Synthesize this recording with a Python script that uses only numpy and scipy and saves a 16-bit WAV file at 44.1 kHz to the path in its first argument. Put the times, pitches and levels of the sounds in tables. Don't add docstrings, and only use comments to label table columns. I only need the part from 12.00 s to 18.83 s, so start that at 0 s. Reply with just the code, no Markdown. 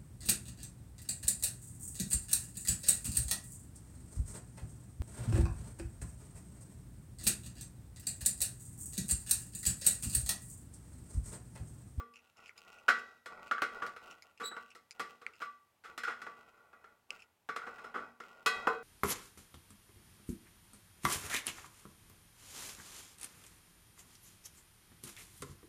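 import sys
import numpy as np
from scipy import signal
from scipy.fft import rfft, irfft, next_fast_len
from scipy.io import wavfile

SR = 44100
rng = np.random.default_rng(int(sys.argv[2]) if len(sys.argv) > 2 else 0)


def generate_wav(signal):
    frames = np.transpose(np.atleast_2d(signal))
    scaled = np.clip(frames, -1, 1) * 32767
    pcm = np.round(scaled).astype(np.int16)
    wavfile.write(sys.argv[1], SR, pcm)


N = 301203
TIME = np.arange(N) / SR

# frequency in Hz, relative level in dB.
AIR_SPECTRUM = [(25, -17.5), (55, -13), (80, 4.5), (105, -3.5), (250, -8), (450, -8), (900, -4.5),
                (1400, -11.5), (2500, -12.5), (5000, -19.5), (13000, -20), (15500, -24.5)]
SHEET_SPECTRUM = [(75, -29), (160, -23.5), (205, -14.5), (270, -15.5), (370, -12), (480, -3.5),
                  (590, -17.5), (800, -13), (1020, -14.5), (1420, 4), (1700, -16.5), (1980, -4.5),
                  (2950, -22), (4000, -23.5), (5200, -25.5), (5900, -29.5), (7400, -31), (15500, -49.5)]
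SCRATCH_SPECTRUM = [(1800, -23.5), (2700, 15.5), (3400, 1), (5200, -3.5), (8000, -5.5), (11000, -16.5),
                    (15500, -8.5)]

# start in seconds, length in seconds, panel level in dB, scratch level in dB.
RUB_STROKES = [(0.207, 0.053, -69.5, -71), (0.35, 0.091, -61.5, -72), (0.548, 0.058, -63.5, -65),
               (0.642, 0.34, -60, -68), (0.937, 0.18, -61, -73), (1.288, .13, -51.5, -85),
               (1.407, 0.041, -61, -66), (1.698, 0.19, -49, -63.5), (2.001, .12, -54.5, -62),
               (2.227, 0.032, -61, -67), (2.52, 0.15, -66, -67.5), (2.936, 0.2, -61, -68),
               (3.36, 0.084, -69, -62), (3.866, 0.036, -54, -75), (4.1, 0.24, -60, -72),
               (4.353, 0.14, -63, -76.5), (4.524, 0.4, -65.5, -89), (5.085, 0.07, -57.5, -66),
               (5.607, 0.3, -53.5, -69.5), (5.981, 0.072, -50.5, -76), (6.2, 0.2, -58, -69),
               (6.502, 0.25, -46, -66)]
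# multiple of the lowest pitch, relative level in dB.
SQUEAL_TONES = [(1, 4), (2, 0), (3, -13.5), (4, -18)]
# start in seconds, length in seconds, knock level in dB.
PIVOT_CREAKS = [(0.138, .06, -57), (0.373, .11, -59.5), (0.73, .06, -60), (2.38, .015, -56),
                (2.695, .035, -57), (3.337, .03, -59), (5.15, .075, -57)]
# start in seconds, pivot pitch in Hz, knock in dB, blade tick in dB.
JAW_CATCHES = [(0.4596, 2660, -49.5, -62), (0.4937, 2180, -46, -65.5), (0.578, 2550, -57, -53),
               (0.9867, 2800, -54, -55.5), (1.479, 2530, -53.5, -62.5), (2.1113, 2720, -51.5, -56),
               (2.2227, 2140, -52.5, -54), (2.909, 2390, -50, -47), (3.2654, 2200, -34, -54.5),
               (5.1054, 2674, -35.5, -45)]
# pitch in Hz, width in Hz (wider dies sooner), relative level in dB.
BLADE_MODES = [(4120, 1000, -1.5), (5240, 440, -4), (6500, 830, -3), (7330, 540, -7.5), (9700, 2500, 7)]

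# start in seconds, level in dB.
EDGE_HITS = [(0.0, -47.5), (1.513, -36.5), (1.821, -39.5), (3.001, -42.5), (3.419, -38.5), (6.46, -32)]
# pitch in Hz, relative level in dB, ring time in seconds.
# A ring time (t60) is how long a sound takes to fall by 60 dB.
FOLD_MODES = [(1161, 0, .45), (1147, -8, .38)]
# pitch in Hz, relative dB while whole, relative dB once cut through, ring time in seconds.
PANEL_MODES = [(211.6, -16.5, -25.5, .6), (240, -14, -23, 0.72), (420, -17.5, -21, .4),
               (448, -15, 1.5, 0.31), (468, -5, 0, 0.56), (746, -17, -11, 0.6), (1030, -13, -1.5, .25),
               (1153, 4.5, -4.5, 0.36), (1438, 10, 6, 0.19), (1496, 2, 4, 0.31), (1550, -11.5, -3, .45),
               (1936, -7.5, -1, 0.58), (1980, -5, 4, 0.39), (2520, -5, 5.5, 0.38), (2614, -8.5, 0, 0.29),
               (3267, -16, -14, 0.35), (3530, -29, -29, 0.26), (3815, -27, -26, 0.62),
               (4040, -17, -19, .25), (4420, -32, -20, 0.32), (4950, -23, -19.5, 0.28),
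               (5250, -16.5, -26, .3), (7000, -21.5, -19.5, 0.2)]
BAND_EDGES_HZ = [60, 650, 1280, 1700, 3200, 7500, 16000]
# dB added to the bite's level, share of its weight, share of its sharpness.
BAND_RESPONSE = [(-13, 1, 0.1), (-4.5, 0.71, 0), (-0.5, 0.079, 0.023), (-8, 0.16, .6), (-15.5, 0.085, 1.03),
                 (-25, 0.17, 1.2)]
# ring time under the hand in seconds, ring time of the late
# shimmer in seconds, relative shimmer level in dB, relative dry crack level in dB.
BAND_DAMPING = [(0.14, 0.51, -14.5, -7), (0.11, 0.25, -22, -6), (0.11, 0.62, -27.5, -7),
                (0.17, .55, -25.5, -2.5), (0.12, 0.62, -20, -3.5), (0.11, 0.43, -19.5, -4.5)]
# start in seconds, crunch length in seconds, level in dB,
# weight (extra bass) in dB, sharpness (extra treble) in dB, extra ringing from a loose grip in dB.
PANEL_BITES = [(0.0, 0.0032, -60, 14.5, 1.5, 7.5), (0.882, .014, -20, -11.5, -3.5, 0),
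               (1.259, 0.0023, -48.5, 1.5, 6.5, -1), (1.512, .0003, -30, -7.5, -6, -2.5),
               (1.581, 0.00092, -39, -12, -10, -4), (1.6198, 0.00089, -31, -0.5, 1, -3),
               (1.821, .006, -39.5, 2.5, -5, 0), (1.864, 0.0027, -49, -1, 7, -18),
               (1.963, .002, -51, 0.5, 2, 1.5), (2.399, 0.033, -45.5, 7, 2.5, 5.5),
               (2.513, .01, -48.5, 2.5, -12, -3), (2.566, .005, -45, 0, -5, -0.5),
               (2.75, 0.0051, -61, 7.5, 11.5, -3), (2.996, 0.0065, -40.5, 3.5, 6, -4.5),
               (3.215, 0.0052, -60.5, 8.5, 5.5, 1), (3.402, .007, -53.5, 2.5, 0, -8),
               (3.418, 0.0056, -40, -5.5, -1, 0), (3.838, 0.029, -52, -1, 4.5, 0),
               (3.9777, .002, -45, -1, 10, 1.5), (4.035, 0.011, -35, -18, 0, 1.5),
               (4.073, 0.031, -34.5, -3.5, -5, -0.5), (4.217, 0.003, -47.5, -1.5, 3, 3.5),
               (4.266, 0.0018, -46, 2.5, -6, -2.5), (4.73, 0.0024, -57.5, 0, -7, -1),
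               (4.842, 0.0028, -57, 0, -3.5, -15), (5.489, 0.0033, -39.5, 2, -3.5, -1.5),
               (5.5617, 0.0027, -42.5, 3, 4, -3.5), (5.615, .012, -44, -8, -20, 0),
               (5.667, 0.007, -46, 4.5, -5, -9), (5.784, .005, -52, -2, -2, 4),
               (5.842, .004, -52.5, 9, 1.5, 2), (5.942, 0.027, -40.5, 5.5, -6.5, 1.5),
               (6.202, 0.0021, -50.5, 4.5, 1.5, -7.5), (6.461, 0.0091, -29, -1.5, 9, 6.5),
               (6.671, 0.0028, -32.5, 10.5, -4, 3)]


def from_db(db):
    return 10 ** (np.asarray(db) / 20)


def rms_one(x, size=None):
    return x / np.sqrt(np.mean(x[:size] ** 2) + 1e-20)


def add(out, start, x):
    at = max(0, round(start * SR))
    out[at:at + len(x)] += x[:max(0, N - at)]


def band(x, low_hz, high_hz, order=3):
    return signal.sosfilt(signal.butter(order, [low_hz, high_hz], "band", fs=SR, output="sos"), x)


def coloured(x, spectrum):
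    hz, db = np.transpose(spectrum)
    size = next_fast_len(len(x))
    f = np.maximum(np.arange(size // 2 + 1) * SR / size, 1)
    gain = from_db(np.interp(np.log(f), np.log(hz), db)) * np.minimum(f / hz[0], 1) ** 2
    return rms_one(irfft(rfft(x, size) * gain, size)[:len(x)])


def drift(per_s):
    points = rng.standard_normal(N // 20)
    return np.interp(TIME * per_s, np.arange(len(points)), points)


def fade(t, t60):
    return np.exp(-np.log(1000) * t / t60)


def ring(x, hz, t60):
    decay, angle = fade(1 / SR, t60), 2 * np.pi * hz / SR
    return signal.lfilter([0, np.sin(angle)], [1, -2 * decay * np.cos(angle), decay * decay], x + 1e-18)


def stroke(start, length, t60, attack=0.031):
    swell = np.sin(np.pi / 2 * np.clip((TIME - start) / attack, 0, 1)) ** 2
    return swell * fade(np.clip(TIME - start - length, 0, 2 * t60), t60)


def slip_energy(t, length, first_share, per_s=1400, spread_db=4):
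    slips = (rng.random(len(t)) < per_s / SR) * from_db(spread_db * rng.standard_normal(len(t))) ** 2
    slips = slips * np.exp(-(t / length) ** 2)
    slips = (1 - first_share) * slips / (slips.sum() + 1e-12)
    slips[0] += first_share
    return slips / slips.sum()


def room_air(level_db=-76.5):
    return from_db(level_db) * coloured(rng.standard_normal(N), AIR_SPECTRUM)


def room_echo(x, t60=0.27, echo_db=-15, gap_s=0.016, dull_hz=7000):
    t = np.arange(SR // 2) / SR
    tail = rng.standard_normal(len(t)) * fade(t, t60) * (t > gap_s)
    tail = signal.sosfilt(signal.butter(1, dull_hz, fs=SR, output="sos"), tail)
    return x + from_db(echo_db) * signal.fftconvolve(x, tail / np.linalg.norm(tail))[:N]


def rubbing(grains_per_s=2500, wash_db=-7, modes_db=-5, flex_db=-10, scratch_db=-2):
    murmur = sum(from_db(db) * stroke(start, length, t60=0.34) for start, length, db, _ in RUB_STROKES)
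    scrape = sum(from_db(db) * stroke(start, length, t60=0.29) for start, length, _, db in RUB_STROKES)
    sizes = from_db(3.5 * np.minimum(rng.exponential(1, N), 4)) * rng.standard_normal(N)
    grains = sizes * (rng.random(N) < grains_per_s * from_db(4 * drift(70)) / SR)
    wash = coloured(grains, SHEET_SPECTRUM)
    modes = rms_one(sum(from_db(db) * ring(grains, hz, t60 / 2) for hz, db, _, t60 in PANEL_MODES))
    flex = rms_one(band(rng.standard_normal(N), 510, 920, order=2))
    panel = from_db(wash_db) * wash + from_db(modes_db) * modes + from_db(flex_db) * flex
    catches = grains * (rng.random(N) < .25)
    scratch = from_db(scratch_db) * coloured(catches, SCRATCH_SPECTRUM)
    return panel * murmur + scratch * scrape


def squeal(start=2.425, length=.058, hz=3915, level_db=-45, rise_per_s=0.45, chatter_db=2, ring_db=-14.5):
    push = stroke(start, length, t60=0.08, attack=0.03)
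    climb = rise_per_s * (np.minimum(TIME - start, length) - length / 2)
    waver = 0.029 * drift(1800)
    phase = 2 * np.pi * np.cumsum(hz * (1 + climb + waver)) / SR
    tone = sum(from_db(db) * push ** (1 + 0.43 * k) * np.sin(multiple * phase)
               for k, (multiple, db) in enumerate(SQUEAL_TONES))
    tone = from_db(level_db + chatter_db * drift(350)) * tone
    blade = sum(ring(tone, k * hz, t60=0.44 / k) for k in (1, 2))
    return tone + from_db(ring_db) * tone.std() * rms_one(blade)


def creak_catches(step_s=.018, jitter=0.29, hz=2625, tick_db=-8.5, scatter_db=3.5):
    rows = []
    for start, length, db in PIVOT_CREAKS:
        for k, (late, knock, tick) in enumerate(rng.standard_normal((12, 3))):
            if k * step_s < length:
                when = start + step_s * (k + jitter * late)
                rows.append((when, hz, db + scatter_db * knock, db + tick_db + scatter_db * tick))
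    return rows


def blade_tick(t, detune=0.052):
    tick = np.zeros(len(t))
    for k, (hz, width_hz, db) in enumerate(BLADE_MODES):
        pitch = hz * (1 + detune * rng.standard_normal())
        tick += (-1) ** k * from_db(db) * np.exp(-np.pi * width_hz * t) * np.sin(2 * np.pi * pitch * t)
    return tick * (1 - np.exp(-t / .0008))


def jaw_clicks(sheet_db=-20, clean_jump_db=-42):
    t, out = np.arange(SR // 5) / SR, np.zeros(N)
    first_4_ms = SR // 250
    sheet = coloured(rng.standard_normal(N), SHEET_SPECTRUM)
    for start, pivot_hz, pivot_db, blade_db in JAW_CATCHES + creak_catches():
        first_share = np.interp(pivot_db - clean_jump_db, [-15, 0], [.3, .97])
        jolts = np.sqrt(slip_energy(t, .012, first_share)) * rng.choice([-1, 1], len(t))
        knock = rms_one(t * np.exp(-t / .00062) * np.sin(2 * np.pi * pivot_hz * t), first_4_ms)
        tick = rms_one(blade_tick(t), first_4_ms)
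        add(out, start, signal.fftconvolve(jolts, from_db(pivot_db) * knock + from_db(blade_db) * tick))
        wash = sheet[rng.integers(N - SR):][:len(t)]
        add(out, start, from_db(pivot_db + sheet_db) * fade(t, t60=0.34) * wash)
    return out


def edge_ring():
    t, out = np.arange(SR) / SR, np.zeros(N)
    onset = 1 - fade(t, t60=0.0041)
    tone = onset * sum(from_db(db) * fade(t, t60) * np.sin(2 * np.pi * hz * t)
                       for hz, db, t60 in FOLD_MODES)
    for start, db in EDGE_HITS:
        add(out, start, from_db(db) * tone)
    return out


def mode_crowd():
    f = np.fft.rfftfreq(N, 1 / SR)
    peaks = np.interp(f, np.linspace(0, SR / 2, 900), rng.standard_normal(900))
    depth_db = np.interp(f, [1300, 2600], [0, 4])
    return coloured(irfft(rfft(rng.standard_normal(N)) * from_db(depth_db * peaks), N), SHEET_SPECTRUM)


def stored_energy(slips, t60):
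    return signal.lfilter([1], [1, -fade(2 / SR, t60)], slips + 1e-18)


def bites(cut_through_s=6.4, snap_s=0.0016, contact_hz=3200, modes_db=-15, scatter_db=3):
    t, out, crowd = np.arange(SR) / SR, np.zeros(N), mode_crowd()
    first_40_ms = SR // 25
    soften = signal.butter(2, contact_hz, fs=SR, output="sos")
    for start, length, bite_db, weight_db, sharp_db, loose_db in PANEL_BITES:
        slips = slip_energy(t, length, first_share=snap_s / (snap_s + length))
        band_levels_db = bite_db + np.array(BAND_RESPONSE) @ [1, weight_db, sharp_db]
        jolts = signal.sosfilt(soften, np.sqrt(slips) * rng.choice([-1, 1], SR) + 1e-18)
        wash = crowd[rng.integers(N - SR):][:SR]
        chance_db = scatter_db * rng.standard_normal(len(PANEL_MODES))
        phase = 2 * np.pi * rng.random(len(PANEL_MODES))
        swell = np.sqrt(np.cumsum(slips))
        for low, high, db, damping in zip(BAND_EDGES_HZ, BAND_EDGES_HZ[1:], band_levels_db, BAND_DAMPING):
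            held_t60, shimmer_t60, shimmer_db, crack_db = damping
            shimmer = from_db(shimmer_db) ** 2 * stored_energy(slips, shimmer_t60)
            clang = wash * np.sqrt(stored_energy(slips, held_t60) + shimmer)
            for k, (hz, whole_db, cut_db, t60) in enumerate(PANEL_MODES):
                if low <= hz < high:
                    note_db = whole_db if start < cut_through_s else cut_db
                    gain = from_db(note_db + modes_db + loose_db + chance_db[k])
                    clang += gain * swell * fade(t, t60) * np.sin(2 * np.pi * hz * t + phase[k])
            clang = rms_one(band(clang, low, high), first_40_ms)
            crack = rms_one(band(jolts, max(low, 250), high, order=2), first_40_ms)
            add(out, start, from_db(db) * rms_one(clang + from_db(crack_db) * crack, first_40_ms))
    return out


def scene():
    panel = room_echo(bites() + edge_ring() + rubbing() + squeal())
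    air = room_air()
    return (panel + jaw_clicks() + air)[None]


def record(dry):
    return signal.sosfilt(signal.ellip(10, .1, 70, 16000, fs=SR, output="sos"), dry)


dry = scene()
out = record(dry)
generate_wav(out)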